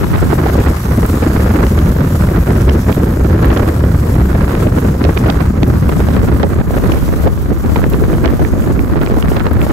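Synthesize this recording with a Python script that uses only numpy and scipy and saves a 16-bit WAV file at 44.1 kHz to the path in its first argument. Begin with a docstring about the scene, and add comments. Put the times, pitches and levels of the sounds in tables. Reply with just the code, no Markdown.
"""Wind buffeting at highway speed

A camera is held out of the open window of a car on a damp road. Eddies of the slipstream
strike its two microphone ports: a heavy rumble, a flapping roar and, in the hardest blows,
crackles. Behind the wind the tyres roar and hiss; a limiter holds the peaks down."""
import sys
import numpy as np
from scipy import signal
from scipy.fft import rfft, irfft, next_fast_len
from scipy.io import wavfile
from scipy.ndimage import uniform_filter1d, minimum_filter1d, map_coordinates

SR = 44100
rng = np.random.default_rng(int(sys.argv[2]) if len(sys.argv) > 2 else 0)


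def materialize(psi):
    """Save the field psi as 16-bit PCM at rate SR to the path in sys.argv[1].

    A 1-D psi becomes a single channel; in a 2-D psi each row is a channel.
    """
    bounded = np.clip(np.atleast_2d(psi).T, -1, 1)
    quanta = np.round(bounded * 32767).astype(np.int16)
    wavfile.write(sys.argv[1], SR, quanta)


N = 428652

# Spectra of the three wind bands: frequency_hz, density_db
RUMBLE_SPECTRUM = [(10, -17), (25, -10), (40, -5.5), (52, 2), (66, 5), (90, 1), (125, -3), (190, -6),
                   (260, -17.5), (400, -40), (800, -120)]
FLAP_SPECTRUM = [(30, -50), (100, -42), (170, -6), (230, 2), (330, -0.5), (450, -5.5), (600, -10),
                 (800, -18), (1300, -77), (4000, -120)]
FLUTTER_SPECTRUM = [(100, -60), (400, -31), (600, 0), (780, 1), (1300, -1), (1800, -5), (2500, -11.5),
                    (3500, -24), (5000, -24.5), (14000, -76)]
# Likeness of the wind at the two ports: frequency_hz, correlation
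WIND_CORRELATION = [(60, -0.3), (200, 0.17), (340, 0.71), (480, 0.53), (700, -0.16), (1300, 0.71),
                    (2500, -0.044)]
# How squarely the stream hits the ports: time_s, rumble_gain_db
STREAM_EXPOSURE = [(0, -19), (.2, -12), (.78, -12), (1.7, -10.5), (4.8, -9.5), (6.3, -10.5), (6.6, -14.5),
                   (7.4, -15.5), (8.1, -14.5), (9.72, -15)]
# Slow gusting of the slipstream: time_s, flap_gain_db, flutter_gain_db
SLOW_GUSTS = [(0, -20.5, -26.5), (.5, -17.5, -24), (1, -20, -27), (1.55, -16.5, -25), (2.1, -20, -28.5),
              (2.65, -17.5, -26.5), (3.2, -17.5, -29), (3.5, -14.5, -22), (4.05, -21.5, -32),
              (4.45, -16, -23), (4.8, -17.5, -29), (5.25, -18, -26), (5.6, -21.5, -28), (6.25, -18, -27),
              (6.85, -19, -28), (7.5, -20, -31), (7.95, -18, -29), (8.65, -17.5, -30), (9.35, -18.5, -26),
              (9.72, -18, -26)]
def wind():
    """Turbulence modulates noise: each eddy lifts all bands at once, the higher ones most."""
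    exposure_db, = curves(STREAM_EXPOSURE)
    flap_db, flutter_db = curves(SLOW_GUSTS)
    flap_swing_db, flutter_swing_db = buffets()
    flutter_db = flutter_db + flutter_swing_db
    shared = unit(eddies(large=0.16, medium=0.93, small=0.6) + 0.7 * surges(per_s=60, fade_s=0.0057))
    local = np.array([eddies(large=0.25, medium=0.93, small=0.86) for port in range(2)])
    speed = unit(shared + 0.8 * local)
    rumble = rush(RUMBLE_SPECTRUM, WIND_CORRELATION) * amp(2.3 * speed + 1.13 * wobble(16))
    flap = rush(FLAP_SPECTRUM, WIND_CORRELATION) * amp(4.2 * speed + 0.36 * wobble(22))
    flutter = rush(FLUTTER_SPECTRUM, WIND_CORRELATION) * amp(5.15 * speed) * panned(pan_db=-2.5)
    spitting = spits(speed, per_s=120, scatter_db=3) * panned(pan_db=-3)
    return centre_bass(at_level(rumble, exposure_db + 0.37 * flap_swing_db + 0.61)
                       + at_level(flap, flap_db + flap_swing_db + 0.74)
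                       + at_level(flutter, flutter_db - 3.5)
                       + at_level(spitting, flutter_db - 5.5))


def eddies(large, medium, small):
    """Turbulence spans many scales: small swings of air speed ride on large ones."""
    return unit(large * wobble(26) + medium * wobble(75) + small * wobble(260))


def surges(per_s, fade_s):
    """Shot noise: air speed jumps as each eddy arrives, then ebbs exponentially."""
    arrivals = (rng.random(N) < per_s / SR) * rng.uniform(0.47, 1, N)
    ebb = signal.lfilter([1], [1, -np.exp(-1 / (fade_s * SR))], arrivals)
    ebb = uniform_filter1d(ebb, size=90)
    return unit(ebb - ebb.mean())


# Buffets (+) and lulls (-): centre_s, half_length_s, flap_swing_db, flutter_swing_db
LARGE_EDDIES = [(0.148, 0.022, 5, 9), (0.2, 0.019, -14, -4), (0.229, 0.01, 10, 6.5), (0.333, 0.017, 11, 8),
                (0.463, 0.011, 11.5, 9.5), (0.592, 0.026, 7, 3.5), (0.632, 0.013, -6, -1),
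                (0.669, 0.012, 11, 14), (0.716, .014, 10, -1), (0.778, 0.069, -10.5, -1),
                (0.986, 0.014, 11, 5), (1.04, 0.019, 8, 5.5), (1.36, 0.016, 3.5, 3.5), (1.427, .014, 5, 6),
                (1.567, 0.018, 4, 5.5), (1.64, 0.043, 5, 6), (1.695, 0.014, -18, -7),
                (1.718, 0.014, 7.5, 1), (1.996, .015, 9.5, 7.5), (2.365, 0.0087, 6, 13),
                (2.459, .015, -13, -4), (2.505, 0.017, 7.5, 3.5), (2.718, 0.038, 5.5, 5.5),
                (2.831, 0.025, -13, -8), (2.894, 0.011, 9, 7), (3.438, 0.016, 8.5, 7),
                (3.63, 0.04, -1, -3.5), (3.69, 0.018, 2, 0), (4.04, 0.014, 5, 7.5), (4.5, 0.012, 2.5, 1),
                (4.663, 0.015, 6, -3), (4.773, 0.024, 6, 6.5), (5.053, 0.013, 6.5, -3),
                (5.146, 0.016, -5, -9), (5.294, 0.01, 3, 5), (5.524, 0.0096, -15, -18),
                (5.595, 0.01, -12, -17), (5.64, 0.022, 5.5, 0.5), (5.684, 0.009, 9, -7),
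                (6.043, 0.016, -9, -3.5), (6.444, 0.009, 18, 2), (6.473, 0.021, -7, -12),
                (6.638, 0.05, -12.5, -13), (6.9, 0.043, 6.5, 5), (7.265, .02, 14, 11),
                (7.376, 0.097, -6.5, -8), (7.513, 0.016, 9, 1.5), (7.615, 0.031, -9, -7),
                (7.892, 0.022, -9.5, -14), (7.937, 0.0085, 10.5, 8), (8.022, 0.0078, 10, 0),
                (8.248, 0.029, 5, 8.5), (8.375, 0.019, -13, -10), (8.413, .018, 6, 4),
                (8.93, 0.011, 6.5, 7), (9.179, 0.008, 6, -2), (9.32, 0.0088, 6, 2)]
def buffets():
    """Amplitude modulation: each large eddy swings the flap and flutter levels in a Gaussian bell."""
    t = np.arange(N) / SR
    swings_db = np.zeros((2, N))
    for centre_s, half_s, flap_db, flutter_db in LARGE_EDDIES:
        near = slice(*np.searchsorted(t, [centre_s - np.pi * half_s, centre_s + np.pi * half_s]))
        bell = np.exp(-((t[near] - centre_s) / half_s) ** 2)
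        swings_db[:, near] += np.outer([flap_db, flutter_db], bell)
    return swings_db


# Spectrum of one tiny vortex burst: frequency_hz, density_db
SPIT_SPECTRUM = [(150, -28), (500, -4), (1000, 5.5), (1600, 2), (2500, -15.5), (4000, -15.5), (7000, -37),
                 (14000, -81)]
def spits(speed, per_s, scatter_db):
    """A Poisson process: tiny vortices kick each port, more often and harder in fast air."""
    chance = per_s / SR * unit(amp(2.5 * speed))
    arrivals = rng.random((2, N)) < chance
    kick_db = scatter_db * np.clip(rng.standard_normal((2, N)), -2, 1.5) + 2 * speed
    polarity = np.sign(rng.standard_normal((2, N)))
    return filtered(arrivals * amp(kick_db) * polarity, lambda hz: amp(along(SPIT_SPECTRUM, hz)))


# Frequency below which the wind is heard in the centre: time_s, crossover_hz
MONO_CROSSOVER = [(.24, 8), (.33, 310), (.8, 430), (4.9, 348), (6.3, 128), (7.3, 13)]
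def centre_bass(pair):
    """Mid-side filtering: a moving high-pass on the side signal narrows the bass to mono."""
    mid, side = pair.mean(axis=0), (pair[0] - pair[1]) / 2
    hz, t, spectra = signal.stft(side, SR, nperseg=2048)
    ratio = (hz[:, None] / np.interp(t, *np.transpose(MONO_CROSSOVER))) ** 6
    side = signal.istft(spectra * ratio / np.hypot(1, ratio), SR, nperseg=2048)[1][:N]
    return np.array([mid + side, mid - side])


# Hard blows on the ports: start_s, slap_db, crackle_db, decay_s
HARD_BLOWS = [(.155, -3, -15, .0055), (.328, -1, -26, .005), (.463, -1, -17, .003), (.553, -5, -22, .0027),
              (.587, -3, -24, .0039), (.671, -4, -17, .0058), (2.689, -3.5, -16, .005),
              (3.501, -2, -11.5, 0.0051), (3.571, -10, -8, .003), (4.349, -8, -26, 0.0028),
              (4.670, -13, -15, 0.0023), (4.949, -11, -33, .0022), (5.050, 2, -18, 0.0028),
              (5.169, -3, -14, 0.0056), (5.259, -3, -14.5, 0.0066), (5.296, -3, -13, 0.0036),
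              (5.63, -6, -19, 0.0026), (5.891, -3, -16.5, 0.0053), (6.002, -4, -18, 0.0036),
              (6.086, -5, -22, 0.0019), (6.163, -11, -16, .0026), (6.433, 6, -16, 0.0063),
              (6.706, -6, -28, .003), (6.917, -6, -14, .004), (7.270, 1.5, -17, 0.0058),
              (7.759, -1, -20, 0.0041), (7.791, -5, -25, 0.0024), (7.840, -2, -26, 0.002),
              (8.137, -11, -22, .002), (8.249, -1, -24, .003), (8.258, -3, -13, .0028),
              (8.393, -7, -21.5, 0.0042), (8.957, -3.5, -25, .0024), (9.014, -10, -25, .0024),
              (9.099, -7, -23, .0023), (9.169, -5.5, -24, .0034), (9.317, 0, -16, 0.0045),
              (9.367, -4, -13, .0031), (9.464, -2, -21, 0.0051), (9.666, -5, -28, .002)]
def blows(stray_per_s=2.8, stray_db=-15):
    """Pressure transients: hard blows of air, with weaker strays at random times."""
    out = np.zeros((2, N + SR))
    for start_s, slap_db, crackle_db, decay_s in HARD_BLOWS:
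        add(out, start_s, blow(slap_db, crackle_db, decay_s))
    for when, size in rng.random((round(stray_per_s * N / SR), 2)):
        slap_db = stray_db + 6 * (size - 0.5)
        add(out, when * N / SR, blow(slap_db, crackle_db=slap_db - 11, decay_s=0.0036))
    return out[:, :N]


def blow(slap_db, crackle_db, decay_s):
    """An impact of air slaps and crackles, most on the right port, which faces the stream."""
    slap = puff(rise_s=0.00063, decay_s=decay_s, low_hz=298, high_hz=790)
    spurt = crackle(half_s=0.69 * decay_s, low_hz=960, top_hz=3630)
    return amp(slap_db) * panned(pan_db=-2.5) * slap + amp(crackle_db) * panned(pan_db=-5) * spurt


def puff(rise_s, decay_s, low_hz, high_hz, push=0.86):
    """A decaying pressure pulse with turbulence riding on it, stereo, peak 1."""
    t = np.arange(SR // 20) / SR
    envelope = (1 - np.exp(-t / rise_s)) * np.exp(-t / decay_s)
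    burst = bandpass(envelope * (push + rng.standard_normal((2, len(t)))), low_hz, high_hz)
    return burst / np.abs(burst).max(axis=1, keepdims=True)


def crackle(half_s, low_hz, top_hz):
    """Intermittent turbulence: spiky, cubed noise swells and stops within milliseconds, peak 1."""
    t = np.arange(SR // 20) / SR
    burst = np.exp(-(t / half_s - 1.1) ** 2) * rng.standard_normal((2, len(t))) ** 3
    burst = bandpass(bandpass(burst, low_hz, top_hz), low_hz, top_hz)
    return burst / np.abs(burst).max(axis=1, keepdims=True)


# Tight vortices bursting on the right port: centre_s, gain_db, top_hz
VORTEX_BURSTS = [(0.5886, -21, 2900), (1.6675, -19, 4000), (1.7899, -18, 3400), (2.6911, -12, 2300),
                 (2.6964, -16, 3600), (2.9269, -18, 3500), (3.4453, -16, 2000), (3.5734, -14, 4750),
                 (4.509, -14.3, 1900), (4.552, -19, 2700), (5.0414, -14, 3770), (5.051, -12, 3680),
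                 (5.1759, -8, 2720), (5.286, -17, 1900), (5.3014, -11.1, 4300), (5.6323, -16, 4630),
                 (6.4315, -9, 3360), (6.4354, -17, 2400), (6.92, -24, 4600), (7.7592, -10.5, 2800),
                 (7.7632, -17, 3700), (7.8412, -10.9, 2100), (7.9358, -20, 3000), (7.9405, -23, 2900),
                 (8.2485, -7, 1900), (8.258, -12, 3600), (8.2782, -17.5, 2700), (8.4498, -10, 1900),
                 (8.7926, -16, 2700), (9.0147, -18, 2800), (9.0631, -20, 3200), (9.0738, -17, 2400),
                 (9.2264, -13, 3020), (9.2835, -15, 1900), (9.3666, -18, 4000), (9.398, -18, 2700),
                 (9.4046, -13.0, 2100), (9.4678, -14, 3100), (9.6164, -16, 3000)]
def snaps(lead_s=0.008):
    """Impulsive noise: bursting vortices stand out of the roar as dry snaps, some in quick pairs."""
    out = np.zeros((2, N + SR))
    for centre_s, gain_db, top_hz in VORTEX_BURSTS:
        add(out, centre_s - lead_s, amp(gain_db - 0.5) * panned(pan_db=-11) * snap(top_hz, lead_s))
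    return out[:, :N]


def snap(top_hz, lead_s, low_hz=680, core_s=0.0008, skirt_s=0.003):
    """A spurt of turbulence and its rough skirt add in power; rms about 1 at the crest, lead_s in."""
    t = np.arange(SR // 40) / SR - lead_s
    bell = np.hypot(np.exp(-(t / core_s) ** 2), amp(-12) * np.exp(-(t / skirt_s) ** 2))
    burst = bandpass(bell * rng.standard_normal((2, len(t))), low_hz, top_hz)
    burst = bandpass(burst, low_hz / 2, 1.44 * top_hz)
    return burst * np.sqrt(np.sum(bell ** 2) / np.sum(burst ** 2, axis=1, keepdims=True))


# Spectra of the tyre roar and the hiss, which is brighter from 8 to 12 kHz: frequency_hz, density_db
ROAR_SPECTRUM = [(200, -23), (700, -3), (1050, 5), (1500, -1), (2200, -11), (4000, -58), (9000, -70)]
HISS_SPECTRUM = [(300, -26), (1200, 5.5), (3700, -0.8), (5000, -0.5), (7800, 0), (8150, 3), (9400, 1.5),
                 (10800, 0.5), (12000, 3.5), (12700, -2.5), (15700, 0)]
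# Stereo likeness of hiss and roar, full at 9-10 kHz: frequency_hz, correlation
STEREO_LIKENESS = [(1100, 0.79), (2500, 0.21), (4800, 0.071), (6500, 0.62), (8600, 0.75), (9100, 1),
                   (10100, 1), (10700, 0.93), (13000, 0.58), (15000, 0.49)]
# Level of the tyre hiss as it dips and surges: time_s, level_db
HISS_LEVEL = [(0, -35), (1.05, -34), (2.2, -35), (2.9, -35.5), (3.38, -40), (3.52, -35), (3.8, -37.5),
              (5.47, -37), (5.53, -41), (6.1, -36.5), (6.68, -43.5), (6.71, -38), (6.8, -35.3), (7.27, -36),
              (7.295, -41), (7.9, -37), (8.8, -41), (9.275, -42), (9.3, -35), (9.42, -42.5), (9.6, -43),
              (9.64, -36), (9.72, -38)]
def tyres(roar_db=-39.5, lead_ms=0.16):
    """Broadband noise: tread roar and hiss flicker as one and reach the left port first."""
    hiss_db, = curves(HISS_LEVEL)
    flicker = eddies(large=0.72, medium=0.6, small=0.71)
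    hiss = patchy(rush(HISS_SPECTRUM, STEREO_LIKENESS, lead_ms), depth_db=1.24) * amp(1.93 * flicker)
    roar = rush(ROAR_SPECTRUM, STEREO_LIKENESS, lead_ms) * amp(1.1 * flicker)
    return at_level(hiss, hiss_db + 0.08) + at_level(roar, roar_db) * panned(pan_db=-5)


def patchy(pair, depth_db):
    """Spectral modulation: soft patches of gain over time and frequency make the colour wander."""
    spectra = signal.stft(pair, nperseg=512)[2]
    patches = uniform_filter1d(rng.standard_normal(spectra.shape[1:]), size=12, axis=0)
    patches = uniform_filter1d(patches, size=24, axis=1)
    return signal.istft(spectra * amp(depth_db * unit(patches)), nperseg=512)[1][:, :N]


# Bright ticks, perhaps droplets on the camera: start_s, peak_db
CLEAR_TICKS = [(1.0633, -10), (3.4565, -12), (5.682, -17), (5.891, -14), (7.9004, -11), (9.0139, -18),
               (9.0304, -7), (9.3686, -17), (9.5332, -15)]
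def ticks(faint_per_s=4.2, faint_db=-21.5):
    """Very short pulses are heard as dry treble ticks, a few clear ones among many faint."""
    out = np.zeros((2, N + SR))
    faint = [(when * N / SR, faint_db) for when in rng.random(round(faint_per_s * N / SR))]
    for start_s, peak_db in [*CLEAR_TICKS, *faint]:
        tick = puff(rise_s=0.0001, decay_s=0.00032, low_hz=11000, high_hz=15900)
        add(out, start_s, amp(peak_db) * tick)
    return out[:, :N]


def rush(spectrum, correlation, lead_ms=0):
    """Partly coherent stereo noise: the balance of mid and side sets the correlation."""
    def response(hz):
        angle = np.arccos(np.clip(along(correlation, hz), -1, 1)) / 2
        return amp(along(spectrum, hz)) * [np.cos(angle), np.sin(angle)]
    mid, side = filtered(rng.standard_normal((2, N)), response)
    delayed_right = filtered(mid - side, lambda hz: np.exp(-2j * np.pi * hz * lead_ms / 1000))
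    return np.array([mid + side, delayed_right])


def bandpass(x, low_hz, high_hz):
    """x through the broad passband of a microphone port."""
    return signal.sosfilt(signal.butter(2, [low_hz, high_hz], "bandpass", fs=SR, output="sos"), x)


def filtered(x, response):
    """Convolution: the spectrum of x times a frequency response."""
    size = next_fast_len(N + 8192)
    return irfft(rfft(x, size) * response(np.fft.rfftfreq(size, 1 / SR)), size)[..., :N]


def wobble(knots_per_s):
    """A smooth spline through random knots."""
    knots = rng.standard_normal(int(N * knots_per_s / SR) + 4)
    return map_coordinates(knots, [np.arange(N) * knots_per_s / SR])


def along(points, hz):
    """Interpolation on a logarithmic frequency axis."""
    knots_hz, values = np.transpose(points)
    return np.interp(np.log(hz + 1), np.log(knots_hz + 1), values)


def curves(rows):
    """One value per sample for each column after the time."""
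    time_s, *columns = np.transpose(rows)
    return [np.interp(np.arange(N) / SR, time_s, column) for column in columns]


def panned(pan_db):
    """Amplitude panning: gains of mean 1, the left pan_db above the right."""
    gains = amp([[pan_db / 2], [-pan_db / 2]])
    return gains / gains.mean()


def at_level(pair, level_db):
    """A stereo pair normalised by the rms of its mid signal, then scaled by level_db."""
    return amp(level_db) * pair / np.std(pair.mean(axis=0))


def amp(db):
    """Decibels to gain."""
    return 10 ** (np.asarray(db) / 20)


def unit(x):
    """x at rms 1."""
    return x / np.sqrt(np.mean(x ** 2) + 1e-20)


def add(out, start_s, burst):
    """Mix a stereo burst into out."""
    out[:, round(start_s * SR):][:, :burst.shape[1]] += burst


def scene():
    """Superposition: wind on the ports over the noise of the road."""
    return wind() + tyres() + ticks() + blows() + snaps()


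def record(dry, ceiling=0.93, hold_s=0.003, top_hz=15750):
    """Peak limiting ducks everything under each peak; a low-pass then cuts all above top_hz."""
    needed = np.minimum(1, ceiling / (np.abs(dry).max(axis=0) + 1e-9))
    span = int(hold_s * SR) + 1
    gain = uniform_filter1d(minimum_filter1d(needed, span), span)
    return filtered(dry * gain, lambda hz: hz < top_hz)


dry = scene()
out = record(dry)
materialize(out)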